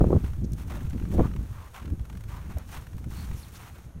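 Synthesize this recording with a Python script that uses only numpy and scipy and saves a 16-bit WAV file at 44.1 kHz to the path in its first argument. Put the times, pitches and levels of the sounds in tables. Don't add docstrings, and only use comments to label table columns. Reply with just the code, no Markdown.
import sys
import numpy as np
from scipy.fft import rfft, irfft, next_fast_len
from scipy.io import wavfile
from scipy.ndimage import uniform_filter1d, map_coordinates

SR = 44100
rng = np.random.default_rng(int(sys.argv[2]) if len(sys.argv) > 2 else 0)


def master(y):
    cut = np.clip(np.atleast_2d(y).T, -1, 1)
    pcm = np.round(cut * 32767)
    wavfile.write(sys.argv[1], SR, pcm.astype(np.int16))


N = 176400


def amp(db):
    return 10 ** (np.asarray(db) / 20)


def unit(x):
    return x / np.sqrt(np.mean(x ** 2) + 1e-20)


def clock():
    return np.arange(N) / SR


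def wobble(rate):
    return map_coordinates(rng.standard_normal(N // 40), [clock() * rate + 3], mode="wrap")


def filtered(x, response):
    size = next_fast_len(N + 8192)
    return irfft(rfft(x, size) * response(np.fft.rfftfreq(size, 1 / SR)), size)[:N]


def coloured(x, tone):
    f, db = np.transpose(tone)
    return filtered(x, lambda hz: amp(np.interp(np.log(hz + 1), np.log(f + 1), db)))


def noise(tone):
    return unit(coloured(rng.standard_normal(N), tone))


def grains(tone, rate, spread_db):
    sizes = amp(spread_db * np.minimum(rng.exponential(size=N), 3))
    hits = rng.random(N) < rate / SR
    return unit(coloured(hits * sizes * rng.choice([-1, 1], N), tone))


def evened(x, size):
    power = uniform_filter1d(uniform_filter1d(x * x, size), size)
    return x / np.sqrt(np.abs(power) + 1e-6)


def envelope(start, hold, rise, fall):
    t = clock() - start
    return np.exp(np.minimum(t, 0) / rise - np.maximum(t - hold, 0) / fall)


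def rubs(rows, width_hz):
    t, out = clock(), np.zeros(N)
    low_noises = [filtered(rng.standard_normal(N), lambda hz: 1 / (1 + (hz / width_hz) ** 2))
                  for _ in range(2)]
    a, b = (evened(x, size=900) for x in low_noises)
    for start, length, first_hz, last_hz, db in rows:
        pitch = np.interp(t, [start, start + length], [first_hz, last_hz])
        phase = 2 * np.pi * np.cumsum(pitch) / SR
        swell = np.sin(np.pi * np.clip((t - start) / length, 0, 1))
        out += amp(db) * swell * (a * np.sin(phase) + b * np.cos(phase))
    return out


# f/Hz, relative level/dB
CRUNCH_TONE = [(200, -7), (600, -7.5), (800, -1.5), (1080, -1), (1400, -3), (1950, -7), (2600, -9),
               (4000, -17.5), (7000, -21.5), (15000, -19)]
HISS_TONE = [(800, -24), (2000, 0), (3500, 0.5), (6000, 0), (9000, 1), (12500, 3.5), (15500, 0.5)]
# t/s, length/s, crunch level/dB, hiss level/dB
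FOOTFALLS = [(-0.012, 0.22, -54, -58.5), (0.242, 0.032, -49.5, -54.5), (0.28, 0.11, -63, -63),
             (0.582, 0.041, -51.5, -52.5), (0.684, 0.086, -52, -54), (0.702, 0.019, -44, -60),
             (0.75, 0.015, -45, -58), (0.809, 0.062, -54, -55.5), (0.904, 0.22, -58.5, -59.5),
             (1.126, 0.028, -52, -49), (1.179, 0.089, -47.5, -57), (1.393, 0.15, -59, -61.5),
             (1.534, 0.14, -54, -61.5), (1.746, 0.034, -44, -54), (1.82, 0.0085, -51, -72),
             (2.288, 0.086, -49.5, -56.5), (2.396, 0.075, -54.5, -80), (2.501, 0.02, -48, -61),
             (2.57, 0.042, -52, -70), (2.69, 0.028, -53, -51.5), (2.727, 0.045, -43, -47.5),
             (2.812, 0.022, -56.5, -56), (3.113, 0.14, -50.5, -49.5), (3.271, 0.068, -54, -53.5),
             (3.355, 0.14, -56.5, -54), (3.537, 0.036, -52.5, -49), (3.594, 0.048, -48.5, -54.5),
             (3.665, 0.017, -49, -53), (3.75, 0.04, -54.5, -69)]


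def steps():
    press_power = sum((amp(db) * envelope(at, length, rise=0.007, fall=0.03)) ** 2
                      for at, length, db, _ in FOOTFALLS)
    slide_power = sum((amp(db) * envelope(at, length, rise=0.019, fall=0.015)) ** 2
                      for at, length, _, db in FOOTFALLS)
    rustle = amp(-61.5 + 1.6 * wobble(12)) * envelope(0, hold=3.84, rise=0.019, fall=0.068)
    crunch = grains(CRUNCH_TONE, rate=2600, spread_db=1.5)
    crunch = evened(crunch * amp(2.6 * wobble(170)), size=700)
    hiss = noise(HISS_TONE) + grains(HISS_TONE, rate=5500, spread_db=7.5)
    hiss = evened(hiss * amp(1.9 * wobble(130)), size=1500)
    return np.sqrt(press_power) * crunch + np.sqrt(slide_power + rustle ** 2) * hiss


# f/Hz, relative level/dB
RUMBLE_TONE = [(15, -3), (28, -39), (42, 1), (58, 4), (85, 1), (125, -5), (180, -22.5), (300, -42.5),
               (600, -105)]
FLUTTER_TONE = [(60, -28), (110, -6.5), (160, 2.5), (240, -5.5), (340, -12), (480, -23), (750, -37),
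                (1500, -75.5)]
# t/s, rumble level/dB, flutter level/dB
BREEZE = [(0, -39, -36.5), (0.171, -18, -21.5), (0.193, -32, -37), (.33, -27.5, -47.5), (.43, -29.5, -34),
          (.49, -31.5, -42.5), (.7, -34, -42.5), (.83, -32, -34), (.91, -29, -51), (1.0, -32.5, -37.5),
          (1.1, -34, -32), (1.2, -15.5, -27), (1.29, -30.5, -37.5), (1.41, -31.5, -36.5),
          (1.49, -38.5, -50.5), (1.61, -38.5, -52), (1.72, -47.5, -61), (1.79, -44, -53),
          (1.85, -31.5, -37.5), (1.93, -35.5, -39), (2.06, -42.5, -54), (2.15, -35.5, -40),
          (2.22, -36, -53), (2.35, -34.5, -50), (2.49, -35, -42), (2.65, -42.5, -51), (2.87, -42, -51.5),
          (3.0, -36.5, -44.5), (3.12, -36.5, -46.5), (3.2, -35, -44.5), (3.33, -28.5, -44),
          (3.42, -42, -51.5), (4, -50, -55)]
SWIRLS = [(0.022, -13.5, -21), (.068, -17.5, -22.5), (0.244, -23, -31.5), (0.438, -23.5, -28),
          (0.527, -24.5, -33.5), (0.86, -20.5, -34), (0.954, -44, -27), (1.027, -21, -30),
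          (1.261, -41, -26), (1.4, -20.5, -36.5), (1.516, -28, -61.5), (1.926, -25, -33), (2.013, -26, -45),
          (2.565, -26.5, -58), (2.78, -35, -61), (2.958, -31, -41.5), (3.069, -28.5, -36.5),
          (3.2, -30.5, -34), (3.73, -38, -57), (3.79, -45, -52), (3.867, -38, -54), (3.97, -28.5, -39.5)]


def wind():
    t = clock()
    times, rumble_db, flutter_db = np.transpose(BREEZE)
    rumble_power = amp(np.interp(t, times, rumble_db)) ** 2
    flutter_power = amp(np.interp(t, times, flutter_db)) ** 2
    for at, low_db, high_db in SWIRLS:
        bump = np.exp(-((t - at) / 0.012) ** 2)
        rumble_power += amp(low_db) ** 2 * bump
        flutter_power += amp(high_db) ** 2 * bump
    rumble = evened(noise(RUMBLE_TONE), size=1800) * np.sqrt(rumble_power)
    lumps = grains(FLUTTER_TONE, rate=170, spread_db=4) + amp(-6) * noise(FLUTTER_TONE)
    flutter = evened(lumps, size=1300) * np.sqrt(flutter_power) * amp(-0.04)
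    return (rumble + flutter) * amp(1.47 * wobble(40))


# f/Hz, relative level/dB
POP_TONE = [(40, -19), (90, 1), (180, 5), (420, 3.5), (650, -8), (950, -21.5), (1400, -41), (2500, -69)]
CRACK_TONE = [(200, -18), (450, 5), (800, 0.5), (1300, -10.5), (2000, -29), (4000, -59)]
# t/s, level/dB
HARD_GUSTS = [
    [(0, -45), (.008, -20), (.013, -17.5), (.028, -30), (.043, -20.5), (.054, -31), (.075, -28),
     (.096, -38), (.106, -23.5), (.12, -26), (.132, -17), (.145, -29), (.165, -22.5), (.2, -66)],
    [(1.1, -71), (1.14, -27.5), (1.165, -33), (1.186, -25), (1.198, -16.5), (1.21, -20.5), (1.224, -34),
     (1.28, -57)],
]


def gusts():
    level = sum(amp(np.interp(clock(), *np.transpose(gust), left=-120, right=-120))
                for gust in HARD_GUSTS)
    pops = evened(grains(POP_TONE, rate=300, spread_db=8.5) + amp(-9) * noise(POP_TONE), size=400)
    crack = evened(grains(CRACK_TONE, rate=460, spread_db=3), size=350)
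    crack_level = amp(-28.5) * (level / amp(-19.5)) ** 2.2
    return level * pops + crack_level * crack


# f/Hz, relative level/dB
AIR_TONE = [(200, -7), (420, 2), (900, -4.5), (1450, -6.5), (2000, -12.5), (4300, -20), (6000, -20),
            (6550, -14), (7150, -21.5), (12000, -15), (15500, -29)]


def air():
    return amp(-58.5) * noise(AIR_TONE)


# t/s, peak level/dB
AIR_THUMPS = [(.043, -9), (.106, -9.5), (.131, -10.5), (1.195, -11.5), (1.21, -11)]


def thumps(width_s=0.00087):
    out = np.zeros(N)
    for at, db in AIR_THUMPS:
        offset = (clock() - at) / width_s
        out += amp(db) * (1 - offset ** 2) / (1 + offset ** 2) ** 2
    return out


# f/Hz, relative level/dB
TICK_TONE = [(300, -13), (800, 0.5), (1500, 2), (2600, -6), (4000, -13), (12000, -27)]
# t/s, relative body level/dB, relative crisp top level/dB
SNOW_SLIPS = [(.243, -42, -58), (0.334, -44, -64), (.807, -43, -57), (.906, -42.5, -51), (.931, -42, -56),
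              (.978, -43.5, -55), (0.999, -40.5, -56), (1.024, -44.5, -56), (1.053, -42, -65),
              (1.116, -41.5, -57), (1.314, -43.5, -59), (1.337, -42, -66), (1.363, -38.5, -46),
              (1.856, -41, -50), (1.879, -45.5, -55), (1.901, -46, -51), (1.995, -44.5, -55),
              (2.053, -46, -49), (2.099, -39.5, -48), (2.128, -45, -51), (2.152, -46, -50),
              (2.172, -46.5, -44), (2.208, -48.5, -47), (2.238, -47, -47), (2.869, -42.5, -47),
              (2.931, -45, -58), (2.981, -44.5, -48), (3.042, -44, -50), (3.314, -41, -56),
              (3.841, -51.5, -74)]


def ticks(gain_db=-4.5, fade_s=0.029):
    fall = fade_s / np.log(1000)
    slips = np.array([envelope(at, hold=0.002, rise=0.0012, fall=fall) for at, _, _ in SNOW_SLIPS])
    body, top = amp(np.transpose(SNOW_SLIPS)[1:] + gain_db) @ slips
    return body * evened(noise(TICK_TONE), size=200) + top * noise(HISS_TONE)


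# t/s, length/s, first f/Hz, last f/Hz, level/dB
CLOTH_SWISHES = [(.438, 0.02, 5700, 6120, -53), (3.34, .09, 6800, 4500, -56),
                 (3.345, 0.1, 12500, 9800, -52), (3.545, 0.035, 4990, 5760, -52)]


def swishes():
    return rubs(CLOTH_SWISHES, width_hz=1600)


# t/s, relative level/dB, centre f/Hz, time to fade by 60 dB/s
SHARP_CLICKS = [(.5212, -36, 12100, 0.0061), (0.533, -36.5, 8000, 0.024), (.9, -36, 9200, .005),
                (2.5849, -27, 15800, 0.0053)]


def clicks(gain_db=1):
    out = np.zeros(N)
    for at, db, centre_hz, fade_s in SHARP_CLICKS:
        level = amp(db + gain_db) * envelope(at, hold=0, rise=0.0002, fall=fade_s / np.log(1000))
        snap = level * evened(rng.standard_normal(N), size=30)
        out += filtered(snap, lambda hz: (2 * hz * centre_hz / (hz ** 2 + centre_hz ** 2)) ** 2)
    return out


# f/Hz, relative level/dB
KNOCK_TONE = [(120, -15), (300, -2), (430, 7), (600, 14), (720, 10), (950, -4), (2500, -37)]
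# t/s, level/dB
BOOT_KNOCKS = [(.705, -41.5), (0.767, -46.5), (2.568, -43)]


def knocks(fade_s=0.11):
    level = sum(amp(db) * envelope(at, hold=0.0049, rise=0.00083, fall=fade_s / np.log(1000))
                for at, db in BOOT_KNOCKS)
    return level * evened(noise(KNOCK_TONE), size=600)


# t/s, length/s, first f/Hz, last f/Hz, level/dB
HEEL_RASPS = [(1.225, 0.049, 1050, 1200, -39), (1.5, 0.23, 1074, 1075, -53),
              (1.745, 0.074, 1089, 1065, -48), (2.285, 0.134, 942, 1153, -50),
              (2.718, 0.065, 937, 1096, -56)]


def rasps():
    return rubs(HEEL_RASPS, width_hz=200)


# t/s, length/s, first f/Hz, last f/Hz, level/dB
CLOTH_SQUEAKS = [(3.14, 0.12, 4370, 4450, -54), (3.418, 0.038, 5370, 2980, -53.5)]


def squeaks():
    return rubs(CLOTH_SQUEAKS, width_hz=280)


def scene():
    feet = steps() + knocks() + ticks() + rasps()
    clothes = squeaks() + swishes()
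    weather = wind() + gusts() + thumps()
    return (feet + clothes + weather + clicks() + air())[None]


# f/Hz, level/dB
MICROPHONE_TONE = [(3800, -1.5), (4450, -2.5), (4900, -6), (5400, -1.5), (6500, -1), (7600, -4),
                   (9000, -2.5), (9900, -4.5), (10400, -9.5), (11000, -6)]


def record(dry, top_hz=15800):
    return filtered(coloured(dry[0], MICROPHONE_TONE), lambda hz: hz < top_hz)[None]


dry = scene()
out = record(dry)
master(out)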